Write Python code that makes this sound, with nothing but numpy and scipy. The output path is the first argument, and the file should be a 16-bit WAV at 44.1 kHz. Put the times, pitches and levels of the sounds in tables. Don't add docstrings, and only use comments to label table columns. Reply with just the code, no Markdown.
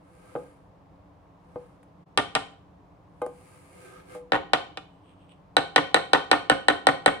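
import sys
import numpy as np
from scipy import signal
from scipy.fft import rfft, irfft
from scipy.io import wavfile
from scipy.ndimage import uniform_filter1d

SR = 44100
rng = np.random.default_rng(int(sys.argv[2]) if len(sys.argv) > 2 else 0)


def bounce(signal):
    frames = np.transpose(np.atleast_2d(signal))
    limited = np.clip(frames, -1, 1)
    pcm = np.round(limited * 32767).astype(np.int16)
    wavfile.write(sys.argv[1], SR, pcm)


N = 317520
TIME = np.arange(N) / SR
RING_TIME = TIME[:SR // 3]

# t/s, level/dB, brightness/(dB per octave), highest tones/dB, hard edge/dB,
# wait until the jar drops back/s, its knock/dB, share of speed kept at each bounce
RAPS = [(2.175, -7.5, 1, 4.5, 12, .01, -3, .7), (2.3513, -12.5, 2, 5, 15, 0.0064, -5.5, 0.77),
        (4.32, -6, -2.5, -21, 1, .013, -2, 0.83), (4.5336, -4, -0.5, -3, 7.5, .0084, -5.5, 0.56),
        (4.7724, -22.5, -1, -5.5, 9, 0.0064, -27.5, 0.43), (5.567, -1, 0.3, -2, 1, .014, -1.5, 0.32),
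        (5.7606, -1, 0.8, -3.5, 5, 0.019, 3, 0.36), (5.9437, 0, 0, 2, -1, 0.019, 0.5, 0.44),
        (6.133, 0.5, 0, -5, 2.5, 0.014, 1, 0.56), (6.314, -0.5, 1, -2, 2, .0156, 1.5, 0.46),
        (6.498, 0.5, -0.44, -2, -3, 0.017, -0.5, 0.44), (6.6836, -0.5, -0.5, 0.5, -0.5, 0.016, 0, 0.44),
        (6.869, 1, 0, 1, -5, 0.018, 3, 0.33), (7.0604, 0, -0.5, 3, -5.5, 0.018, 1.5, 0.38)]
# f/Hz, level/dB, time to fade by 60 dB (t60)/s,
# left minus right/dB, head start of the left side/rad
JAR = [(307.1, -28.5, 0.2, -12.5, -0.94), (453.4, -15.5, 0.047, -2, 0.83), (545, -11.5, 0.047, 2.5, 1.81),
       (755, -7.5, 0.022, -3, 1), (1007, -10, 0.027, 0.5, 2.5), (1147, -19, 0.047, 7.5, 3),
       (1339, -17.5, .03, -4.5, -0.4), (1489, -13.5, 0.054, -3.5, 1.5), (1800.5, -9.5, 0.03, 4.5, 0.83),
       (1917, -12.5, 0.023, 10.5, .5), (2224, -19, 0.035, -1, 2.5), (2790, -21, 0.008, 1.5, 2.5),
       (3180, -49.5, 0.22, 3.5, -2.5), (3137, -20.5, 0.052, 0, 4), (3504, -21, 0.013, -10.5, -1.5),
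       (3948, -13.5, 0.016, -4.5, 0.77), (4420, -25.5, 0.021, -15.5, 2), (5760, -22, 0.0067, -6, 2),
       (7500, -47, 0.037, -12, -11.5), (8266, -17, 0.0096, 3, 0.5), (8610, -24, 0.0085, -11, -1.5),
       (10670, -47, 0.059, 2.5, 4.5), (14100, -43, .006, -2, 11)]
# f/Hz, level/dB, t60/s
RIM = [(1186, -24, 0.086), (1360, -36.5, 0.21), (1910, -22, 0.039), (2147, -21, 0.018),
       (2200, -31.5, 0.046), (2457, -29, 0.044), (2870, -26, 0.0085), (2950, -20, 0.034),
       (3510, -30.5, 0.053), (3345, -33.5, 0.024), (4280, -32.5, .025), (4290, -21, 0.008),
       (4830, -23.5, 0.0034), (7550, -35.5, 0.0069)]
# f/Hz, level/dB
CRACK = [(100, -24), (500, -4.5), (1200, -5), (2500, 0), (4800, -3), (6500, -20.5), (7400, -16),
         (9300, -18), (12000, -38), (15000, -34.5)]
def spoon_on_jar(glass_db=2, counter_db=-3, crack_db=-18, highest_above_hz=6500):
    out, hz = np.zeros((2, N)), np.array(JAR)[:, 0]
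    crack = from_db(crack_db) * burst(CRACK, t60=.022)
    for start_s, db, brightness, highest_db, edge_db, *_ in RAPS:
        colour_db = glass_db + brightness * np.log2(hz / 1000) + highest_db * (hz > highest_above_hz)
        glass = ring(JAR, rng.normal(colour_db, 2))
        counter = ring(COUNTER, rng.normal(counter_db, 2, len(COUNTER)))
        edge = crack + ring(RIM, rng.normal(0, 3, len(RIM)))
        add(out, start_s, from_db(db) * (glass + counter + from_db(edge_db) * edge))
    return out


def landings(count=4):
    knocks = []
    for start_s, *_, drop_s, knock_db, kept_share in RAPS:
        speed = kept_share ** np.arange(count)
        knocks += zip(start_s + drop_s * np.cumsum(speed), knock_db + 20 * np.log10(speed))
    return knocks


# f/Hz, level/dB, t60/s
COUNTER = [(72, -51.5, .12), (121, -49, 0.25), (160.3, -40, 0.25), (288.9, -20.5, 0.13), (379, -44, 0.4),
           (470, -31.5, 0.052), (578.5, -33.5, 0.13), (600, -46.5, 0.21), (700.4, -25.5, 0.22),
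           (789, -29.5, 0.19), (920, -32.5, 0.13), (1048, -38, .2), (1128, -37, 0.15), (1268, -36.5, 0.36),
           (1230, -32.5, 0.28), (1413, -30, 0.23), (1500, -36, 0.11), (1800, -41.5, 0.3),
           (2120, -39.5, 0.15)]
# f/Hz, level/dB
THUD = [(60, -9.5), (200, -8), (500, -8), (900, -0.5), (1800, -9), (3500, -13.5), (5000, -34.5),
        (9000, -37), (15000, -55.5)]
def jar_on_counter(glass_db=-8, counter_db=-6, thud_db=-18, dull_above_hz=1950, db_per_octave=-11):
    out, hz = np.zeros((2, N)), np.array(JAR)[:, 0]
    colour_db = glass_db + db_per_octave * np.maximum(np.log2(hz / dull_above_hz), 0)
    for start_s, db in landings():
        glass = ring(JAR, rng.normal(colour_db, 2.5))
        counter = ring(COUNTER, rng.normal(counter_db, 2.5, len(COUNTER)))
        thud = from_db(thud_db) * burst(THUD, t60=.045)
        add(out, start_s, from_db(db) * (glass + counter + thud))
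    return out


# t/s, level/dB, centre f/Hz, tick/dB, ring time multiplier, thud/dB
BUMPS = [(.353, -2.5, 460, -43, .25, 13), (.360, -4.5, 397, -43, 0.77, 14),
         (1.558, -9.5, 400, -47, 0.85, 13), (1.83, -26.5, 2500, -13, 0.42, 0),
         (3.217, -2.5, 1010, -23.5, 1.45, 2), (3.263, -8.5, 646, -18, .66, 8),
         (4.149, -19, 600, -9.5, 2.3, 9.5), (4.159, -24.5, 500, -14, 1.5, 4)]
# f/Hz, level/dB, t60/s
PITCHER = [(305, -26, .09), (372, -33, .15), (492, -19, .17), (610, -25, .06), (770, -29, .07),
           (835, -28, .11), (1060, -33, .07), (1220, -28, .08), (1540, -38, .06), (2100, -42, .07),
           (2480, -47, .05), (3120, -47, .06), (3850, -50, .05)]
def spoon_on_pitcher(db_per_octave=-3, cushion_ratio=1.52):
    out, hz = np.zeros((2, N)), np.array(PITCHER)[:, 0]
    for start_s, db, centre_hz, tick_db, ring_scale, thud_db in BUMPS:
        octaves_away = np.abs(np.log2(hz / centre_hz))
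        wall = ring(PITCHER, db_per_octave * octaves_away, ring_scale)
        cushion = signal.butter(2, cushion_ratio * centre_hz, "low", fs=SR, output="sos")
        thud = from_db(thud_db - 29) * signal.sosfilt(cushion, burst(THUD, t60=.019))
        tick = from_db(tick_db - 22) * burst(PASTE_HISS, t60=.035)
        add(out, start_s, from_db(db) * (wall + thud + tick))
    return out


# t/s, length/s, hiss level/dB, wall level/dB, f/Hz (not used)
STROKES = [(.01, 0.61, -66, -58.5, 900), (1.39, 0.42, -76, -63.5, 900), (3.2, 0.59, -62, -61, 1800),
           (3.663, 0.35, -59.5, -51.5, 1990), (3.933, .12, -74, -53, 1210), (4.048, .16, -58.5, -48.5, 900)]
# f/Hz, level/dB
PASTE_HISS = [(700, -24.5), (1300, -26.5), (1850, -14.5), (2300, -8), (3500, -25), (4700, -19),
              (5600, -25.5), (7000, -19.5), (9700, -11.5), (11000, -21.5), (12600, -28), (13500, -27.5),
              (16000, -34)]
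# f/Hz, width/Hz, level/dB
WALL_TONES = [(380, 21, 5), (503.6, 6.3, 13.5), (715, 50, -6), (1221, 70, -2), (1250, 55, -5),
              (1569, 23, 1.5), (2077, 53, -12.5), (2170, 51, -15.5)]
def spoon_scraping(wall_boost_db=16):
    hiss_gain = wall_gain = 0
    for start_s, length_s, hiss_db, wall_db, _ in STROKES:
        swell = stroke(start_s, length_s)
        hiss_gain += from_db(hiss_db) * swell
        wall_gain += from_db(wall_db + wall_boost_db) * swell
    drag = friction(slips_per_s=1500, spread_db=2, smooth=1.3)
    out = hiss_gain * rms_one(coloured(drag, PASTE_HISS))
    for hz, width_hz, db in WALL_TONES:
        tone = signal.lfilter(*signal.iirpeak(hz, hz / width_hz, fs=SR), drag)
        out += from_db(db) * wall_gain * wander(depth_db=3) * tone
    return out


# t/s, length/s, level/dB
SLIDES = [(4.87, .16, -80.5), (5.017, 0.14, -71), (5.167, 0.11, -72.5), (5.28, 0.065, -65)]
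# f/Hz, level/dB
SLIDE_RASP = [(1200, -30.5), (2300, 5.5), (3150, 9.5), (4500, -12), (6800, -36), (8300, 3), (10000, -25),
              (15000, -37)]
def handle_sliding(boost_db=4):
    gain = sum(from_db(db + boost_db) * stroke(start_s, length_s) for start_s, length_s, db in SLIDES)
    drag = friction(slips_per_s=920, spread_db=3.5, smooth=.81)
    return gain * rms_one(coloured(drag, SLIDE_RASP))


# f/Hz, t60/s
ROOM_T60 = [(100, .45), (300, .4), (800, .42), (2000, .38), (4000, .42), (8000, .36), (14000, .18)]
# f/Hz, level/dB
ROOM_COLOUR = [(80, 0.5), (300, -4.5), (800, -5), (1800, -11.5), (3100, -4), (5000, -11.5), (7200, -5),
               (8300, -12), (10500, -3), (14000, -24)]
# f/Hz, likeness (1 = the same)
ROOM_LIKENESS = [(80, 1), (300, 0.22), (800, 0.65), (3000, 0.069), (12000, 0.21)]
def kitchen_echoes(sound, first_echo_s=.003, build_s=.004, early_db=3, early_t60=.12):
    t, hz = TIME[:SR], np.fft.rfftfreq(SR, 1 / SR)
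    noise = rfft(stereo_noise(ROOM_LIKENESS, SR))
    edges_hz = np.geomspace(40, 18000, 25)
    onset = np.clip((t - first_echo_s) / build_s, 0, 1)
    early = from_db(early_db - 60 * t / early_t60)
    echoes = 0
    for low, high in zip(edges_hz, edges_hz[1:]):
        band = irfft(noise * (hz >= low) * (hz < high), SR)
        tail = from_db(-60 * t / at_hz(ROOM_T60, np.sqrt(low * high)))
        echoes += band * (early + tail) * onset
    spectrum = rfft(echoes)
    power = uniform_filter1d(np.abs(spectrum) ** 2, size=40, axis=1)
    evened = irfft(spectrum / np.sqrt(power + 1e-4 * power.mean()), SR)
    response = coloured(evened, ROOM_COLOUR) * onset
    return signal.fftconvolve(sound, response[:, :SR // 2], axes=1)[:, :N]


# f/Hz, level/dB
AIR = [(15, -51), (25, -32.5), (48, -11.5), (102, -5.5), (134, -11), (175, -3), (242, -32.5), (277, -6),
       (354, -20), (476, -15.5), (754, -15.5), (1070, -18), (1440, -29), (9840, -57), (16000, -65)]
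# f/Hz, likeness (1 = the same)
AIR_LIKENESS = [(40, .85), (120, .8), (300, 0.91), (800, 0.17), (3000, 0.15), (12000, .1)]
# f/Hz, level/dB
HUM = [(104, -75), (177, -64), (286, -70)]
def air_and_hum(air_db=-55):
    out = from_db(air_db) * rms_one(coloured(stereo_noise(AIR_LIKENESS, N), AIR))
    for hz, db in HUM:
        waver = np.cumsum(rng.normal(0, .052, N))
        out += from_db(db) * np.sqrt(2) * np.sin(2 * np.pi * hz * TIME + waver)
    return out


def ring(tones, gains_db, ring_scale=1, right_lag_s=.00005):
    hz, db, t60, *stereo = np.transpose(tones)[:, :, None]
    pan_db, lead = stereo or (0, 2 * np.pi * hz * right_lag_s)
    sides = np.array([.5, -.5])[:, None, None]
    decay = from_db(db + gains_db[:, None] - 60 * RING_TIME / (t60 * ring_scale))
    signs = (-1) ** np.arange(len(tones))[:, None]
    swing = signs * np.sin(2 * np.pi * hz * RING_TIME + sides * lead)
    rise = 1 - np.exp(-(2 * hz * RING_TIME) ** 2)
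    return (from_db(sides * pan_db) * swing * decay * rise).sum(axis=1)


def burst(colour, t60, rise_s=.0001):
    noise = rms_one(coloured(stereo_noise(ROOM_LIKENESS, len(RING_TIME)), colour))
    return noise * from_db(-60 * RING_TIME / t60) * (1 - np.exp(-RING_TIME / rise_s))


def friction(slips_per_s, spread_db, smooth):
    sizes = from_db(spread_db * np.minimum(rng.exponential(1, N), 4))
    slipping = rng.random(N) < slips_per_s / SR
    slips = slipping * sizes * rng.standard_normal((2, N))
    return rms_one(rms_one(slips) + smooth * rng.standard_normal((2, N)))


def stroke(start_s, length_s, peak_share=.55, ends_db=-16.5):
    past_peak = (TIME - start_s) / length_s - peak_share
    away = np.maximum(-past_peak / peak_share, past_peak / (1 - peak_share))
    return from_db(ends_db * np.minimum(away, 10) ** 2)


def wander(depth_db, points=90):
    times = np.linspace(0, TIME[-1], points)
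    return from_db(depth_db * np.interp(TIME, times, rng.standard_normal(points)))


def stereo_noise(likeness, size):
    shared, opposed = rfft(rng.standard_normal((2, size)))
    alike = at_hz(likeness, np.fft.rfftfreq(size, 1 / SR))
    return irfft(np.sqrt((1 + alike) / 2) * shared + np.sqrt((1 - alike) / 2) * opposed * [[1], [-1]], size)


def coloured(sound, colour):
    size = sound.shape[-1]
    gains = from_db(at_hz(colour, np.fft.rfftfreq(size, 1 / SR)))
    return irfft(rfft(sound) * gains, size)


def at_hz(table, hz):
    known_hz, values = np.transpose(table)
    return np.interp(np.log(np.maximum(hz, 1)), np.log(known_hz), values)


def from_db(db):
    return 10 ** (np.asarray(db) / 20)


def rms_one(sound):
    return sound / np.sqrt(np.mean(sound ** 2) + 1e-20)


def add(track, start_s, sound):
    start = round(start_s * SR)
    track[:, start:start + sound.shape[-1]] += sound[:, :N - start]


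def scene(low_cut_hz=45, echo_db=-1.5):
    contacts = spoon_on_jar() + jar_on_counter() + spoon_on_pitcher()
    contacts += spoon_scraping() + handle_sliding()
    contacts = signal.sosfilt(signal.butter(2, low_cut_hz, "high", fs=SR, output="sos"), contacts)
    return contacts + from_db(echo_db) * kitchen_echoes(contacts) + air_and_hum()


def record(dry, dip_at_s=2.052, dip_width_s=.011, dip_db=-22, high_cut_hz=16200):
    dip = from_db(dip_db * np.exp(-((TIME - dip_at_s) / dip_width_s) ** 2))
    rounded = np.tanh(dry * dip)
    return signal.sosfilt(signal.ellip(10, .2, 80, high_cut_hz, fs=SR, output="sos"), rounded)


dry = scene()
out = record(dry)
bounce(out)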